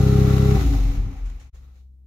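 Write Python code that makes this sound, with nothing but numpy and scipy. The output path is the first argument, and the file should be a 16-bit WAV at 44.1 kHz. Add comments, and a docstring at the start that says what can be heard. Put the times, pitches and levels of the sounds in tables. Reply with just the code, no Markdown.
"""The steady throb of a four-cylinder car engine at idle is heard first, from the driver's seat outdoors.
The ignition is cut and the firing stops: pulses filtered by the exhaust give way to unfired strokes, whose
sinking overtones ring the pipe and body. A boom tracks the slowing crank, a shudder and a panel drone swell,
and gated noise for the valve gear thins to a few rasps. A faint low hum remains, fading in quiet air."""
import sys
import numpy as np
from scipy import signal
from scipy.fft import rfft, irfft
from scipy.io import wavfile

SR = 44100
rng = np.random.default_rng(int(sys.argv[2]) if len(sys.argv) > 2 else 0)


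def bounce(signal):
    """Save signal as a 16-bit WAV file at the path given by the first command-line argument."""
    frames = np.transpose(np.atleast_2d(signal))
    limited = np.clip(frames, -1, 1)
    pcm = np.round(limited * 32767).astype(np.int16)
    wavfile.write(sys.argv[1], SR, pcm)


N = 91022
T = np.arange(N) / SR
CUT_S, CUT_FADE_S = 0.545, 0.017  # ignition cut, and the time constant of what dies with it
FLICKER_DB = 1  # rms chance level change of the noises, up to about 80 Hz


def amp(db):
    """Level law: decibels to amplitude gain."""
    return 10 ** (np.asarray(db) / 20)


def curve(points, column=1):
    """Linear interpolation: a control over time, its end values held."""
    points = np.array(points)
    return np.interp(T, points[:, 0], points[:, column])


def read(points, hz):
    """Linear interpolation of a spectrum on a logarithmic frequency axis."""
    f, value = np.transpose(points)
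    return np.interp(np.log(hz + 1), np.log(f + 1), value)


def evened(x):
    """Normalization to unit rms."""
    return x / np.sqrt(np.mean(x ** 2) + 1e-20)


def pan(db):
    """Intensity stereo: left and right gains of mean 1 for a left-right level difference."""
    gains = amp([[db / 2], [-db / 2]])
    return gains / gains.mean()


def wander(hz):
    """Low-pass random modulation: Gaussian-filtered noise of unit rms, slower than about hz."""
    f = np.fft.rfftfreq(N, 1 / SR)
    lowpass = np.exp(-(f / hz) ** 2)
    return evened(irfft(rfft(rng.standard_normal(N)) * lowpass, N))


def sine(cycles):
    """Simple harmonic motion: a sine of unit rms whose phase is counted in cycles."""
    return np.sqrt(2) * np.sin(2 * np.pi * cycles)


# Likeness of the two channels: f/Hz, coherence (0 to 1)
COHERENCE = [(50, 0.83), (200, .93), (400, 0.2), (700, 0.14), (1200, 0.01), (15000, 0)]
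CABIN_DB, CABIN_HZ = 3, 50.39  # strength and spacing of the cabin's narrow peaks and dips


def noise(spectrum, tilt_db=0):
    """Interchannel coherence: coloured noise, alike in the bass, wide and rippled by the cabin above."""
    hz = np.fft.rfftfreq(N, 1 / SR)
    a, b = rfft(rng.standard_normal((2, N)))
    same = np.clip(read(COHERENCE, hz), 0, 1)
    knots = rng.standard_normal((2, SR // 20))
    ripple = np.array([np.interp(hz / CABIN_HZ, np.arange(len(row)), row) for row in knots])
    colour_db = read(spectrum, hz) + tilt_db * np.log2(hz + 1)  # tilt in dB per octave
    colour_db = colour_db + CABIN_DB * (1 - same) * ripple
    right = same * a + np.sqrt(1 - same ** 2) * b
    x = irfft(np.array([a, right]) * amp(colour_db), N)
    return x / x.mean(0).std()


def ring(drive, modes):
    """Modal superposition: a drive convolved with steep-sided resonances, each placed left to right."""
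    t = T[:SR // 2]
    response = 0
    for hz, db, t60, side in modes:
        # the factor t makes the onset gradual and the skirts steep
        mode = t * amp(-60 * t / t60) * np.sin(2 * np.pi * hz * t)
        response = response + pan(side) * amp(db) * evened(mode)
    return signal.oaconvolve(drive[None], response / np.sqrt(len(t)), axes=1)[:, :N]


# Crank speed: t/s, compression strokes per second
SPEED = [(0, 33), (.555, 33), (.6, 31), (.65, 28.5), (.735, 25.5), (.8, 23), (.9, 21), (1.0, 18.5),
         (1.1, 14), (1.25, 11), (1.45, 7), (1.85, 0.5)]
IDLE_RATE = SPEED[0][1]  # strokes per second
FIRST_STROKE_S = 0.002008


def crank():
    """Phase as the integral of rate: compression strokes counted from the first one."""
    return np.cumsum(curve(SPEED)) / SR - FIRST_STROKE_S * IDLE_RATE


def burning(fade_s):
    """Exponential decay: full until the ignition is cut, then dying with the given time constant."""
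    return np.exp(-np.maximum(T - CUT_S, 0) / fade_s)


UNEVEN_DB, JITTER_DB = 0.2, 0.9  # peak difference between cylinders, rms chance from stroke to stroke


def strokes(turns, count=4):
    """Periodic impulse train: one impulse per stroke, the cylinders differing a little in strength."""
    at = np.flatnonzero(np.diff(np.floor(turns)) > 0)
    cylinder = np.cos(2 * np.pi * np.arange(len(at)) / count)
    train = np.zeros(N)
    train[at] = amp(UNEVEN_DB * cylinder + JITTER_DB * rng.standard_normal(len(at)))
    return train


# Exhaust harmonics at idle: multiple of the firing rate, relative level/dB
EXHAUST_NOTE = [(1, -16), (2, -2.5), (3, -5), (4, 0), (5, -12.5), (6, -6.5), (7, -27.5), (8, -29.5),
                (9, -15), (10, -29.5)]
EXHAUST_DB = -13.5  # mean rms of the channels while firing


def exhaust(turns, size=8192):
    """Source and filter: firing pulses excite the pipe, a minimum-phase filter that colours them."""
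    harmonics = [(k * IDLE_RATE, db) for k, db in EXHAUST_NOTE]
    colour = [(26, -37)] + harmonics + [(450, -48.5), (900, -103)]
    log_gain = np.log(amp(read(colour, abs(np.fft.fftfreq(size, 1 / SR)))))
    # the Hilbert transform of the log gain supplies the minimum phase
    pipe = np.fft.ifft(np.exp(np.conj(signal.hilbert(log_gain)))).real[:size // 2]
    x = signal.oaconvolve(strokes(turns) * burning(CUT_FADE_S), pipe)[:N]
    return pan(2.55) * amp(EXHAUST_DB) * x / x[T < CUT_S].std()


# Block tones: multiple of the firing rate (played at the nearest half), level/dB, left-right/dB
BLOCK_TONES = [(11, -40.5, 4), (11.5, -40, 4), (12.5, -27.5, -6.5), (16, -41.5, -12.5), (20, -53, -4),
               (23, -51, 0), (23.5, -48, -10), (24, -49, 3), (34.32, -54.5, 5), (40.76, -53, 8)]
TONE_WAVER, TONE_FADE_S = 0.22, 0.081  # rms share of the amplitude, decay time constant after the cut


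def block(turns):
    """Order excitation: wavering tones locked to the crank, decaying once the firing stops."""
    tones = 0
    for order, db, side in BLOCK_TONES:
        order = np.round(2 * order) / 2
        waver = 1 + TONE_WAVER * wander(8.8)
        tones = tones + pan(side) * amp(db) * waver * sine(order * turns + rng.random())
    return tones * burning(TONE_FADE_S)


# Resonances of exhaust and body: f/Hz, relative level/dB, t60/s, left-right/dB
BODY_MODES = [(84, -3, 0.061, 5.5), (104, 1, 0.06, 2.5), (129.5, -5, .06, -3.5), (169, -11.5, 0.075, 6),
              (252, -15, .08, 7), (351, -21.5, 0.071, 8), (394.6, -19, 0.089, -3), (510, -27.5, 0.14, -11),
              (760, -22, 0.03, -0.5)]
# Strength of the pumping strokes: t/s, drive level/dB
PUMP_LEVEL = [(0, -47), (.53, -39), (.6, -27.5), (.74, -27), (.8, -28.5), (.93, -35), (1.0, -31.5),
              (1.04, -36), (1.08, -36), (1.13, -42.5), (1.2, -50), (1.35, -50), (1.47, -62.5),
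              (1.76, -59.5), (1.88, -71)]
PUMP_ROUGH, PUMP_WAVER = 0.51, 0.23  # noise rms in the drive, rms share of overtone amplitude


def pumping(turns, count=40):
    """Resonance: wavering overtones of unfired strokes sink through the modes of pipe and body."""
    overtones = 0
    for k in range(3, count):
        waver = 1 + PUMP_WAVER * wander(5.3)
        overtones = overtones + waver * np.cos(2 * np.pi * (k * turns + rng.random()))
    pulses = 2 * np.sqrt(curve(SPEED) / SR) * overtones * (T > CUT_S)
    drive = pulses + PUMP_ROUGH * rng.standard_normal(N)
    return ring(drive * amp(curve(PUMP_LEVEL)), BODY_MODES)


# Boom while coasting: t/s, level/dB
BOOM_LEVEL = [(.55, -35), (.572, -14), (.592, -14.5), (.62, -22.5), (.67, -13.5), (.73, -17.5), (.83, -16),
              (.91, -17), (.945, -34), (1.0, -50), (1.1, -78)]


def boom(turns):
    """Second-order tone: a low boom at twice the stroke rate sinks with the crank."""
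    waver = 1 + 0.046 * wander(33)
    return pan(1.6) * amp(curve(BOOM_LEVEL)) * waver * sine(2 * turns) * (T > CUT_S)


# Shudder of the car on its springs and mounts: t/s, level/dB
SHUDDER_LEVEL = [(.9, -64), (.95, -40), (.985, -19.5), (1.03, -28), (1.08, -29), (1.16, -37), (1.25, -26),
                 (1.38, -36), (1.48, -41), (1.56, -46), (1.68, -54.5), (1.85, -61.5), (2.06, -77)]


def shudder():
    """Mass on springs: the car shudders on its springs and mounts at one fixed low pitch, 42.7 Hz."""
    waver = 1 + 0.45 * wander(14.3)
    return pan(1.6) * amp(curve(SHUDDER_LEVEL)) * waver * sine(42.7 * T)


# Panel drone, swelling as the sinking overtones cross its pitch: t/s, level/dB
DRONE_LEVEL = [(.58, -37), (.63, -30), (.665, -24), (.69, -43.5), (.715, -29), (.745, -24), (.775, -41),
               (.82, -38), (.89, -35.5), (1.0, -41.5), (1.04, -51.5), (1.1, -41.5), (1.2, -52), (1.36, -62),
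               (1.48, -74.5), (1.6, -95)]
DRONE_REST_HZ, DRONE_PULL = 266.7, 0.5  # pitch with the crank at rest; Hz gained per stroke a second


def drone():
    """Sympathetic vibration: a panel hums with the coasting engine, its pitch sagging with the speed."""
    hz = DRONE_REST_HZ + DRONE_PULL * curve(SPEED) + 2.5 * wander(24.6)
    waver = 1 + 0.082 * wander(30)
    return amp(curve(DRONE_LEVEL)) * waver * sine(np.cumsum(hz) / SR)


# Mechanical noise: t/s, clatter level/dB, hiss level/dB
MECHANISM_LEVEL = [(0, -35, -44), (.58, -34, -44), (.73, -42.5, -47), (.95, -47, -54.5),
                   (1.06, -51.5, -63.5), (1.22, -54.5, -67), (1.38, -60.5, -69), (1.48, -66.5, -75.5),
                   (1.57, -67, -72), (1.7, -68.5, -78), (1.8, -74, -75), (1.89, -98, -92),
                   (2.06, -100, -97.5)]
# Spectrum of the clatter: f/Hz, relative level/dB
CLATTER_COLOUR = [(25, -19), (45, 5), (90, 6), (240, 5.5), (380, 0.5), (480, 3.5), (600, -8), (780, -1),
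                  (970, -5.5), (1300, -2), (1650, -7.5), (2400, -7.5), (3200, -17.5), (8000, -40)]
# Spectrum of the hiss: f/Hz, relative level/dB
HISS_COLOUR = [(500, -40), (1800, -22.5), (2700, -4), (3200, -0.5), (3800, 3.5), (4900, -2.5), (6600, 0),
               (7400, -6), (8300, -12), (10000, -9.5), (12300, -5), (15500, -12.5)]
TICKS_PER_STROKE, TICK_DEPTH, TICK_DECAY = 4, 0.31, 0.75  # depth: mean gain added; decay in tick periods


def valve_train(turns):
    """Amplitude modulation: valve events of uneven strength pulse a clatter and, less deeply, a hiss."""
    beat = turns * TICKS_PER_STROKE
    strength = rng.exponential(1, N)[np.floor(beat).astype(int)]  # one draw per tick
    ticks = 1 + TICK_DEPTH * strength * np.exp(-(beat % 1) / TICK_DECAY)
    gate = evened(ticks * amp(FLICKER_DB * wander(80)))
    clatter = noise(CLATTER_COLOUR) * amp(curve(MECHANISM_LEVEL)) * gate
    hiss = noise(HISS_COLOUR) * amp(curve(MECHANISM_LEVEL, 2)) * evened(gate ** 0.56)
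    return pan(2.3) * clatter + pan(-0.57) * hiss


# Air drawn through the intake while coasting: t/s, level/dB
INTAKE_LEVEL = [(.55, -52), (.7, -47.5), (.95, -50), (1.1, -58), (1.3, -61.5), (1.45, -65.5), (1.6, -83),
                (1.78, -82.5), (1.88, -100)]
# Spectrum of the intake: f/Hz, relative level/dB
INTAKE_COLOUR = [(300, -17), (800, 6.5), (1500, -8), (2000, 1), (2500, -0.5), (3050, -7.5), (3800, -10),
                 (4800, -14), (6500, -8.5), (8500, -25.5)]


def intake():
    """Flow noise: air drawn through the intake sighs as coloured noise."""
    return noise(INTAKE_COLOUR) * amp(curve(INTAKE_LEVEL) + FLICKER_DB * wander(80))


# Knocks: t/s, drive level/dB
KNOCK_TIMES = [(.561, -28), (.592, -35.5), (.742, -30), (1.151, -45)]
# Modes of the knocked panel: f/Hz, relative level/dB, t60/s, left-right/dB
PANEL_MODES = [(690, -11, 0.022, 6), (764, 1.5, 0.035, -5), (791, 0, 0.031, 0), (864, -9.5, .02, 4),
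               (1144, -11.5, 0.016, 0)]


def knocks():
    """Impact excitation: short noise bursts ring a panel in a few sharp knocks."""
    drive = sum(amp(db) * (T >= s) * np.exp(-abs(T - s) / 0.005) for s, db in KNOCK_TIMES)
    return ring(drive * rng.standard_normal(N), PANEL_MODES)


# Modes of a loose shield: f/Hz, relative level/dB, t60/s, left-right/dB
SHIELD_MODES = [(791, -0.5, 0.046, -2.5), (1136, -9.5, 0.052, -2), (1242, -2, 0.019, 5),
                (1350, -3.5, 0.048, 5), (1970, -8.5, 0.04, 3)]
SHIELD_DB, SHIELD_FITS_DB = -49, 4  # drive level, depth of the fits per unit of chance


def shield():
    """Random excitation: thin metal shaken by the firing engine rattles in uneven fits."""
    fits = evened(amp(SHIELD_FITS_DB * np.clip(wander(40), -2, 2)))
    drive = amp(SHIELD_DB) * fits * burning(CUT_FADE_S) * rng.standard_normal(N)
    return ring(drive, SHIELD_MODES)


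# Dry rasps of the last slow turns: t/s, level/dB, decay time constant/s, tilt/dB per octave
RASP_TIMES = [(1.158, -60, 0.024, -0.5), (1.252, -56, .035, 0), (1.294, -56, 0.0072, 0.5),
              (1.394, -57, 0.043, 0.5), (1.54, -62.5, 0.042, -0.5), (1.75, -69, 0.04, -1.5)]
# Spectrum of a rasp before tilt: f/Hz, relative level/dB
RASP_COLOUR = [(200, -13), (500, 10), (800, 0), (1500, 2), (2400, 3), (3200, -2), (5000, -6), (6700, 1),
               (8400, -11), (13000, -17), (16000, -26)]
RASP_RISE_S = 0.0074


def rasps():
    """Transient noise: dry bursts with a linear rise and exponential decay as the last strokes creep over."""
    total = 0
    for s, db, decay, tilt in RASP_TIMES:
        rise = np.clip((T - s) / RASP_RISE_S, 0, 1)
        fall = np.exp(-np.maximum(T - s - RASP_RISE_S, 0) / decay)
        total = total + noise(RASP_COLOUR, tilt) * amp(db) * rise * fall
    return total


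# Low hum: f/Hz, level/dB
HUM_TONES = [(64.8, -41), (129.6, -67), (194, -71)]
HUM_FADE_FROM_S, HUM_FADE_DB_PER_S = 1.3, 9.5


def low_hum():
    """Additive synthesis: a few wavering low tones, fading linearly in decibels near the end."""
    hum = 0
    for hz, db in HUM_TONES:
        waver = 1 + 0.067 * wander(4.9)
        hum = hum + amp(db) * waver * sine(hz * T + rng.random())
    fade = amp(-HUM_FADE_DB_PER_S * np.maximum(T - HUM_FADE_FROM_S, 0))
    return pan(2.1) * hum * fade


# Spectrum of the quiet outdoor air: f/Hz, relative level/dB
AIR_COLOUR = [(20, -13), (60, 3.5), (110, -7.5), (250, -13), (500, -26), (1000, -43), (4000, -52.5),
              (15000, -46)]


def outdoor_air():
    """Stationary noise: quiet outdoor air at a constant -63 dB, strongest in the bass."""
    return amp(-63) * noise(AIR_COLOUR)


def scene():
    """Linear superposition: one turning crank phases the engine sounds, and all sources add."""
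    turns = crank()
    engine = exhaust(turns) + block(turns) + pumping(turns) + boom(turns) + shudder() + drone()
    engine = engine + valve_train(turns) + intake()
    return engine + knocks() + shield() + rasps() + low_hum() + outdoor_air()


# Overall gain, with a brief dip in level: t/s, level/dB
LEVEL_DIP = [(1.475, -1), (1.495, -5.5), (1.506, -31), (1.524, -32), (1.535, -3.5), (1.546, 0.5)]
EDGE_HZ = 15750


def record(dry):
    """Gain and band limitation: the level dips briefly, then a linear-phase low-pass removes the top."""
    lowpass = signal.firwin(511, EDGE_HZ, window=("kaiser", 9), fs=SR)
    return signal.oaconvolve(dry * amp(curve(LEVEL_DIP)), lowpass[None], "same")


dry = scene()
out = record(dry)
bounce(out)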